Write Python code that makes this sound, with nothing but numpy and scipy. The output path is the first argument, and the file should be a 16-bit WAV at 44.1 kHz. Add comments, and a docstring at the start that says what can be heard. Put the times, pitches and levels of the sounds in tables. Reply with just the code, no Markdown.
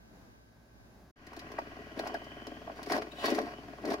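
"""A countertop ice maker in a kitchen. From the front, only its compressor and fan hum.
After a short silence we listen under the open lid: a geared motor ticks once a turn as it tips the
plastic water tray. Ice cracks, knocks and judders along the tray in four scrapes, and squeaks as it
jams. The ticks, knocks and scrapes ring in the small plastic cabinet."""
import sys
import numpy as np
from scipy import signal
from scipy.fft import rfft, irfft, next_fast_len
from scipy.io import wavfile
from scipy.ndimage import uniform_filter1d, map_coordinates

SR = 44100
rng = np.random.default_rng(int(sys.argv[2]) if len(sys.argv) > 2 else 0)


def pcm_store(signal):
    """Save signal as 16-bit PCM."""
    levels = np.round(np.clip(np.atleast_2d(signal), -1, 1) * 32767)
    wavfile.write(sys.argv[1], SR, levels.astype(np.int16).T)


N = 176400
T = np.arange(N) / SR
SIZE = next_fast_len(N + 16384, True)
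FREQS = np.maximum(np.arange(SIZE // 2 + 1) * SR / SIZE, 1)


def amp(db):
    """Turn decibels into a gain."""
    return 10 ** (np.asarray(db) / 20)


def unit(x):
    """Scale a sound to an average (rms) level of 1."""
    return x / np.sqrt(np.mean(x ** 2))


def noise():
    """Plain white hiss."""
    return rng.standard_normal(N)


def through(x, response):
    """Pass a sound through a filter."""
    return irfft(rfft(x, SIZE) * response, SIZE)[..., :N]


def gains(points):
    """Join (freq_hz, level_db) points into a filter."""
    hz, db = np.array(points, float).T
    return amp(np.interp(np.log(FREQS), np.log(hz), db))


def causal(gain):
    """Make a filter ring only after a blow, never before it."""
    cepstrum = irfft(np.log(gain + 1e-7), SIZE)
    cepstrum[1:SIZE // 2] *= 2
    cepstrum[SIZE // 2 + 1:] = 0
    return np.exp(rfft(cepstrum))


def resonance(hz, width_hz):
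    """A filter that rings at one pitch; the narrower, the longer."""
    return 1 / (1 + 1j * (FREQS - hz ** 2 / FREQS) / width_hz)


def above(hz, order):
    """A filter that keeps what lies above a pitch."""
    return 1 / np.sqrt(1 + (hz / FREQS) ** (2 * order))


def pulses(times, sizes):
    """One click at each time."""
    keep = (times >= 0) & (times < T[-1])
    return np.bincount((times[keep] * SR).astype(int), sizes[keep], N)


def echo(x, fade_s):
    """A blur of reflections that falls 60 dB in fade_s."""
    tail = noise() * amp(-60 * T / fade_s)
    return through(x, rfft(tail / np.linalg.norm(tail), SIZE))


def stereo(mid, side, width):
    """Both ears share mid; side is added on the left and taken away on the right."""
    return mid + np.array([[1], [-1]]) * through(side, gains(width))


def wander(per_s):
    """A smooth random wobble of size about 1."""
    k = int(SR / per_s)
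    steps = np.repeat(rng.standard_normal(N // k + 1), k)
    return unit(uniform_filter1d(uniform_filter1d(steps, k), k)[:N])


def tone(hz, db, drift_s=0):
    """A pure note; drift_s nudges it early or late."""
    return np.sqrt(2) * amp(db) * np.sin(2 * np.pi * (hz * (T + drift_s) + rng.random()))


def blows(rows, push, rattle, decay_s, size=4096):
    """Each row (peak_s, peak_db, filter) is a push and a dying rattle that set the filter ringing; the ring is
    loudest at peak_s."""
    out = np.zeros(N + size)
    for (start, db, response), grit in zip(rows, rng.standard_normal((len(rows), size))):
        ring = irfft(response, SIZE)[:size]
        force = rattle * grit * np.exp(-T[:size] / decay_s)
        force[0] += push
        hit = signal.fftconvolve(force, ring)[:size]
        i = int(start * SR) - np.argmax(np.abs(ring))
        out[i:i + size] += amp(db) * hit / np.abs(hit).max()
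    return out[:N]


COMPRESSOR_HZ = 59.23
# The notes in the hum: multiple of the compressor's pitch
HUM_MULTIPLES = [1, 2, 4, 26, 27, 28, 65, 82, 110, 174]
# How loud each of those notes is: level_db
HUM_LEVELS = [-68.5, -73, -76.5, -78.5, -86, -82, -92, -95, -96, -92]
# How loud the sizzle's overtones are: pitch_hz, level_db
SIZZLE_COLOUR = [(1000, -107), (3000, -104), (5100, -97.5), (7700, -114), (10500, -108)]


def compressor():
    """The compressor hums, and its many high overtones blend into a faint sizzle."""
    drift_s = 2e-5 * wander(4.4)
    hum = sum(tone(k * COMPRESSOR_HZ, db, drift_s) * amp(0.7 * wander(5.7))
              for k, db in zip(HUM_MULTIPLES, HUM_LEVELS))
    high = np.arange(17, 260)
    overtones = np.zeros(2049, complex)
    overtones[high] = amp(0.5 * rng.standard_normal(len(high)))
    overtones[high] *= np.exp(2j * np.pi * rng.random(len(high)))
    cycle = irfft(overtones) * len(overtones) * np.sqrt(2)  # one wave, played over and over
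    position = (T + drift_s) * COMPRESSOR_HZ % 1 * (len(cycle) - 1)
    sizzle = map_coordinates(cycle, [position], order=1)
    return hum + through(sizzle, gains(SIZZLE_COLOUR))


# The fan's rush of air from the front: freq_hz, relative_db
FAN_COLOUR = [(15, -51), (25, -23), (49, -1.5), (111, -14.5), (141, -8), (236, -5), (503, -16), (620, -13),
              (1130, -22), (1560, -26), (1790, -26.5), (3000, -35.5), (5000, -35.5), (7000, -37.5),
              (7920, -47), (10400, -42), (16000, -42.5)]
# How much that rush differs between the ears: freq_hz, side_db
FAN_WIDTH = [(60, -4), (200, -13), (600, -3.5), (2000, 4), (16000, 1)]


def fan():
    """The fan's blades make a low, wavering note over the rush of air."""
    blades = tone(hz=107.6, db=-71, drift_s=0.0028 * wander(5.9)) * amp(0.75 * wander(4.1))
    mid, side = (unit(through(noise(), gains(FAN_COLOUR))) * amp(-61 + 2.5 * wander(8.12))
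                 for _ in range(2))
    return stereo(mid, side, FAN_WIDTH) + blades


# The fan's rush of air under the lid: freq_hz, relative_db
BIN_AIR_COLOUR = [(25, -2.5), (60, -52), (85, 2), (130, 0), (300, -0.5), (600, -20), (1500, -14.5),
                  (3000, -19), (3600, -24.5), (5000, -23.5), (6500, -28), (7700, -38), (10500, -36),
                  (16000, -38.5)]


def bin_air():
    """The fan's air rushes almost steadily in the open bin."""
    return unit(through(noise(), gains(BIN_AIR_COLOUR))) * amp(-55.5 + 0.43 * wander(6.4))


# The notes at which tray and cabinet ring: pitch_hz, width_hz, relative_db
CABINET_NOTES = [(241, 54.3, 0), (318, 47.5, 3), (423, 53.9, -2.5), (511, 19, -18), (559, 92, -2),
                 (709.4, 194, -0.5), (833.6, 198, -5), (1050.5, 128, -7.5), (1459, 31, -13),
                 (1608, 79, -14), (1993, 121, -17.5), (2405, 234, -21), (3180, 280, -25.5),
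                 (4480, 230, -26), (5750, 530, -37)]


def cabinet_ring():
    """The plastic tray and cabinet as a filter: many short rings and no deep bass."""
    rings = sum((-1) ** k * amp(db) * resonance(hz, width)
                for k, (hz, width, db) in enumerate(CABINET_NOTES))
    return rings * causal(above(186, order=4))


# The motor's rasp over time: time_s, level_db, pitch_hz
MOTOR_RASP = [(1.161, -82, 2800), (1.299, -78, 2930), (1.899, -69.5, 2970), (2.1, -60.5, 3018),
              (2.499, -62, 3100), (2.649, -73, 3180), (3.481, -94, 2934), (3.53, -62, 2910),
              (3.59, -63.5, 3110), (3.649, -96, 2870), (4, -80, 2800)]


def motor_rasp(clock, width_hz=150, buzz_hz=120):
    """A narrow hiss that pulses at twice the mains rate and rises a little with the load."""
    times, db, hz = np.array(MOTOR_RASP).T
    real, imag = through(np.array([noise(), noise()]), 1 / (1 + (FREQS / width_hz) ** 4))
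    phase = 2 * np.pi * np.cumsum(np.interp(T, times, hz)) / SR
    hiss = np.real((real + 1j * imag) * np.exp(1j * phase))  # a rumble moved up to the pitch
    buzz = 1 + .5 * np.cos(2 * np.pi * buzz_hz * clock)
    return unit(hiss * buzz) * amp(np.interp(T, times, db))


TURNS_PER_S, TEETH = 20, 10
FIRST_TICK_S, JAM_S, JAM_LAG_S = 1.168, 3.1, 0.016


def gear_ticks(cabinet, clock, run_up_s=0.24):
    """The gears tick once a turn, growing louder as they take up the load."""
    turns = FIRST_TICK_S + np.arange(3 * TURNS_PER_S) / TURNS_PER_S
    turns += JAM_LAG_S * (turns > JAM_S)
    clicks = pulses(turns, amp(rng.standard_normal(len(turns))))
    from_tick_s = ((clock * TURNS_PER_S + .5) % 1 - .5) / TURNS_PER_S
    rattle = .075 * noise() * np.exp(-np.abs(from_tick_s) / .003)
    gearbox = cabinet * (1 + amp(0.5) * resonance(hz=567, width_hz=50))
    run_up = np.clip((T - FIRST_TICK_S) / run_up_s, 0, 1)
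    return amp(-52.7) * unit(through(clicks + rattle, gearbox)) * run_up


def gear_chatter(cabinet, clock, eased_by_s=2.63):
    """Every gear tooth gives a tiny burst: a steady whirr, and a brighter chatter that eases off."""
    since_tooth_s = clock % (1 / (TURNS_PER_S * TEETH))
    teeth = noise() * np.exp(-since_tooth_s / 0.003)
    whirr = unit(through(teeth, cabinet))
    chatter = unit(through(teeth, resonance(hz=1900, width_hz=2960) ** 2 * cabinet))
    chatter_db = -77 + 15.5 * np.clip((eased_by_s - T) / 0.19, 0, 1)
    return amp(-53.5) * whirr + amp(chatter_db) * chatter


def motor(cabinet):
    """The geared motor turns evenly and falls behind once, when the ice jams."""
    clock = T - FIRST_TICK_S - JAM_LAG_S * (T > JAM_S)
    return gear_ticks(cabinet, clock) + gear_chatter(cabinet, clock) + motor_rasp(clock)


# Sharp cracks in the ice: peak_s, relative_db
ICE_CRACKS = [(1.267, -49), (1.332, -53), (1.365, -47.5), (1.392, -45), (1.518, -48), (1.588, -48.5),
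              (1.992, -36), (2.072, -44.5), (2.142, -44), (2.242, -56), (2.468, -45), (2.83, -46),
              (2.861, -45.5), (2.92, -31.5), (3.02, -46), (3.258, -33.5), (3.302, -34.5), (3.348, -37.5),
              (3.853, -42), (3.936, -55)]
# The bright sound of a crack: freq_hz, relative_db
CRACK_COLOUR = [(500, -45), (1800, 10.5), (3300, 0), (4900, 9), (6200, 1), (7600, -9), (11000, -6),
                (16000, -13.5)]


def ice_cracks():
    """Brittle ice cracks in short, bright bursts."""
    brittle = causal(gains(CRACK_COLOUR))
    cracks = [(start, db, brittle) for start, db in ICE_CRACKS]
    return amp(5.5) * blows(cracks, push=0, rattle=1, decay_s=0.0064)


# Ice knocking on the tray: peak_s, relative_db, pitch_hz, width_hz
ICE_KNOCKS = [(1.334, -35, 1120, 600), (1.375, -34, 330, 300), (1.505, -36.5, 400, 500),
              (1.545, -38, 326, 302), (1.795, -38.5, 280, 250), (1.584, -32, 1740, 600),
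              (1.589, -20, 850, 414), (1.998, -20, 710, 450), (2.039, -27.5, 700, 900),
              (2.059, -28, 1090, 1210), (2.069, -25.5, 952, 700), (2.098, -31, 1060, 300),
              (2.145, -24, 734, 200), (2.149, -31, 1600, 200), (2.48, -35, 299, 403.3),
              (2.678, -29.5, 887, 690), (2.7, -27.5, 867, 596), (2.792, -34, 807, 1800),
              (2.873, -29.5, 380, 302), (2.902, -22.5, 1080, 2000), (2.922, -17, 1130, 980),
              (2.937, -23.5, 1630, 500), (2.947, -25, 324, 305), (2.956, -23.5, 950, 600),
              (2.967, -19, 725, 400), (2.985, -19, 640, 250), (3.022, -27, 1560, 1800),
              (3.243, -17.5, 950, 900), (3.285, -19.5, 1000, 199), (3.326, -17.5, 378, 149),
              (3.387, -15.5, 1030, 1100), (3.405, -21, 420, 400), (3.469, -29.5, 800, 1205),
              (3.842, -27.5, 710, 700), (3.852, -24, 740, 790), (3.891, -23, 455, 500),
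              (3.92, -24.5, 840, 600), (3.944, -21.5, 730, 890)]


def ice_knocks(cabinet):
    """Ice knocks on the tray, and each spot wakes its own range of the cabinet's notes."""
    knocks = [(start, db, cabinet * resonance(hz, width)) for start, db, hz, width in ICE_KNOCKS]
    return amp(-2.5) * blows(knocks, push=1, rattle=.07, decay_s=0.0064)


# Four scrapes, each a list of relative levels: time_s, judder_db, grind_db, crunch_db
ICE_SCRAPES = [
    [(1.955, -82, -83, -80), (1.975, -36.5, -52, -52), (2.0, -41, -40.5, -76), (2.025, -44, -50, -63),
     (2.062, -47, -44, -55), (2.16, -45, -48, -86), (2.2, -89, -55, -80)],
    [(2.76, -46.5, -57, -57), (2.85, -59, -49.5, -73), (2.895, -43.5, -52, -46.5), (2.915, -32, -35.5, -44),
     (2.984, -38, -38.5, -46.5), (2.998, -38.5, -46, -64), (3.09, -52.5, -54, -68)],
    [(3.14, -89, -58, -78), (3.234, -50, -37.5, -54), (3.242, -37.5, -36.5, -36.5),
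     (3.325, -30, -37.5, -50.5), (3.395, -34, -43, -46.5), (3.415, -35, -46, -54),
     (3.54, -57.5, -44.5, -68)],
    [(3.82, -48, -66, -68), (3.86, -35, -46.5, -57), (3.906, -31, -38.5, -46), (3.94, -36.5, -40, -45),
     (3.956, -48, -45, -74), (4.0, -42, -59, -72)],
]
# The sound of crunching grains: freq_hz, relative_db
CRUNCH_COLOUR = [(900, -6), (2000, 5), (3000, -9), (4500, -1.5), (5700, -3.5), (7500, -18.5),
                 (11000, -14.5), (16000, -24)]


def ice_scrapes(cabinet, slips_per_s=169.4, grains_per_s=1400):
    """Ice sticks and slips on the tray, shaking the cabinet, while small grains crunch off."""
    gap, strength = rng.standard_normal((2000, 2)).T
    slip_times = np.cumsum(np.exp(.45 * gap) / slips_per_s)
    rubbing = pulses(slip_times, amp(-strength)) + 0.036 * noise()
    upper = above(525, order=4)  # splits the low judder from the higher grinding
    judder = through(rubbing, cabinet * causal(np.sqrt(1 - upper ** 2)))
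    grind = through(rubbing, cabinet * causal(upper * above(866, order=1)))
    grains = (rng.random(N) < grains_per_s / SR) * np.sign(noise()) * amp(5.5 * noise())
    crunch = through(grains, causal(gains(CRUNCH_COLOUR)))
    # even out each layer, so that the table shapes its loudness
    layers = [x / np.sqrt(uniform_filter1d(x ** 2, size=2205)) for x in (judder, grind, crunch)]
    trims_db = (-2.5, -4.5, -1.5)
    out = 0
    for scrape in ICE_SCRAPES:
        times, *levels = np.array(scrape).T
        sliding = (T >= times[0]) & (T <= times[-1])
        for layer, db, trim_db in zip(layers, levels, trims_db):
            out = out + layer * amp(np.interp(T, times, db) + trim_db) * sliding
    return out


# The notes in the squeak: pitch_hz, width_hz, relative_db
SQUEAK_NOTES = [(2440, 180, -11), (2670, 94, 6), (2960, 130, 11.5), (3330, 130, 4), (3730, 110, 10),
                (4340, 110, -20)]
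# How loud the squeak is over time: time_s, level_db
SQUEAK_LEVELS = [(3.11, -82), (3.12, -53.5), (3.135, -84), (3.175, -57.5), (3.2, -49.5), (3.27, -48),
                 (3.31, -50), (3.35, -79)]


def ice_squeak():
    """Wet ice rubs on the tray and squeaks on a few high notes."""
    rings = sum(amp(db) * resonance(hz, width) for hz, width, db in SQUEAK_NOTES)
    times, db = np.array(SQUEAK_LEVELS).T
    return unit(through(noise(), rings)) * np.interp(T, times, amp(db), left=0, right=0)


def ice_whistle(peak_s=3.27, swell_s=0.028):
    """The ice whistles briefly at the height of the jam."""
    swell = np.exp(-((T - peak_s) / swell_s) ** 2)
    return tone(hz=4470, db=-43.5, drift_s=4e-5 * wander(150)) * swell


# How much the sound in the bin differs between the ears: freq_hz, side_db
BIN_WIDTH = [(60, -12), (300, -17), (550, -17.5), (1000, 1), (2000, 1), (16000, -1)]
# How far it leans to the left: freq_hz, left_over_right_db
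BIN_BALANCE = [(60, 2.5), (300, 2.5), (600, 3.5), (1200, 0), (2500, 2.5), (4500, -1.5), (7500, 3.5),
               (11500, 2), (16000, 9)]


def open_bin():
    """Motor and ice echo in the bin, over the compressor's hum and the fan's air."""
    cabinet = cabinet_ring()
    near = motor(cabinet) + ice_knocks(cabinet) + ice_cracks() + ice_scrapes(cabinet)
    near += ice_squeak() + ice_whistle()
    near += amp(-10) * echo(near, fade_s=0.063)
    # the bass reaches the left side first
    left_lead = through(near, 1j * np.pi * FREQS * 86e-6 / (1 + (FREQS / 930) ** 4))
    mid = near + bin_air() + tone(COMPRESSOR_HZ, db=-60.5)
    side = echo(near, fade_s=0.066) + bin_air() + left_lead
    lean = np.sqrt(gains(BIN_BALANCE))
    return through(stereo(mid, side, BIN_WIDTH), np.array([lean, 1 / lean]))


def scene(front_ends_s=1.114, bin_starts_s=1.1587):
    """The closed machine, a moment of silence, then the open bin fading in."""
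    fade_out = np.clip((front_ends_s - T) / 0.0051, 0, 1)
    fade_in = np.clip((T - bin_starts_s) / 0.3, 0, 1) ** 0.4
    return (compressor() + fan()) * fade_out + open_bin() * fade_in


def record(dry, top_hz=15900):
    """The very highest treble is cut off steeply."""
    return signal.sosfilt(signal.ellip(10, .2, 70, top_hz, fs=SR, output="sos"), dry)


dry = scene()
out = record(dry)
pcm_store(out)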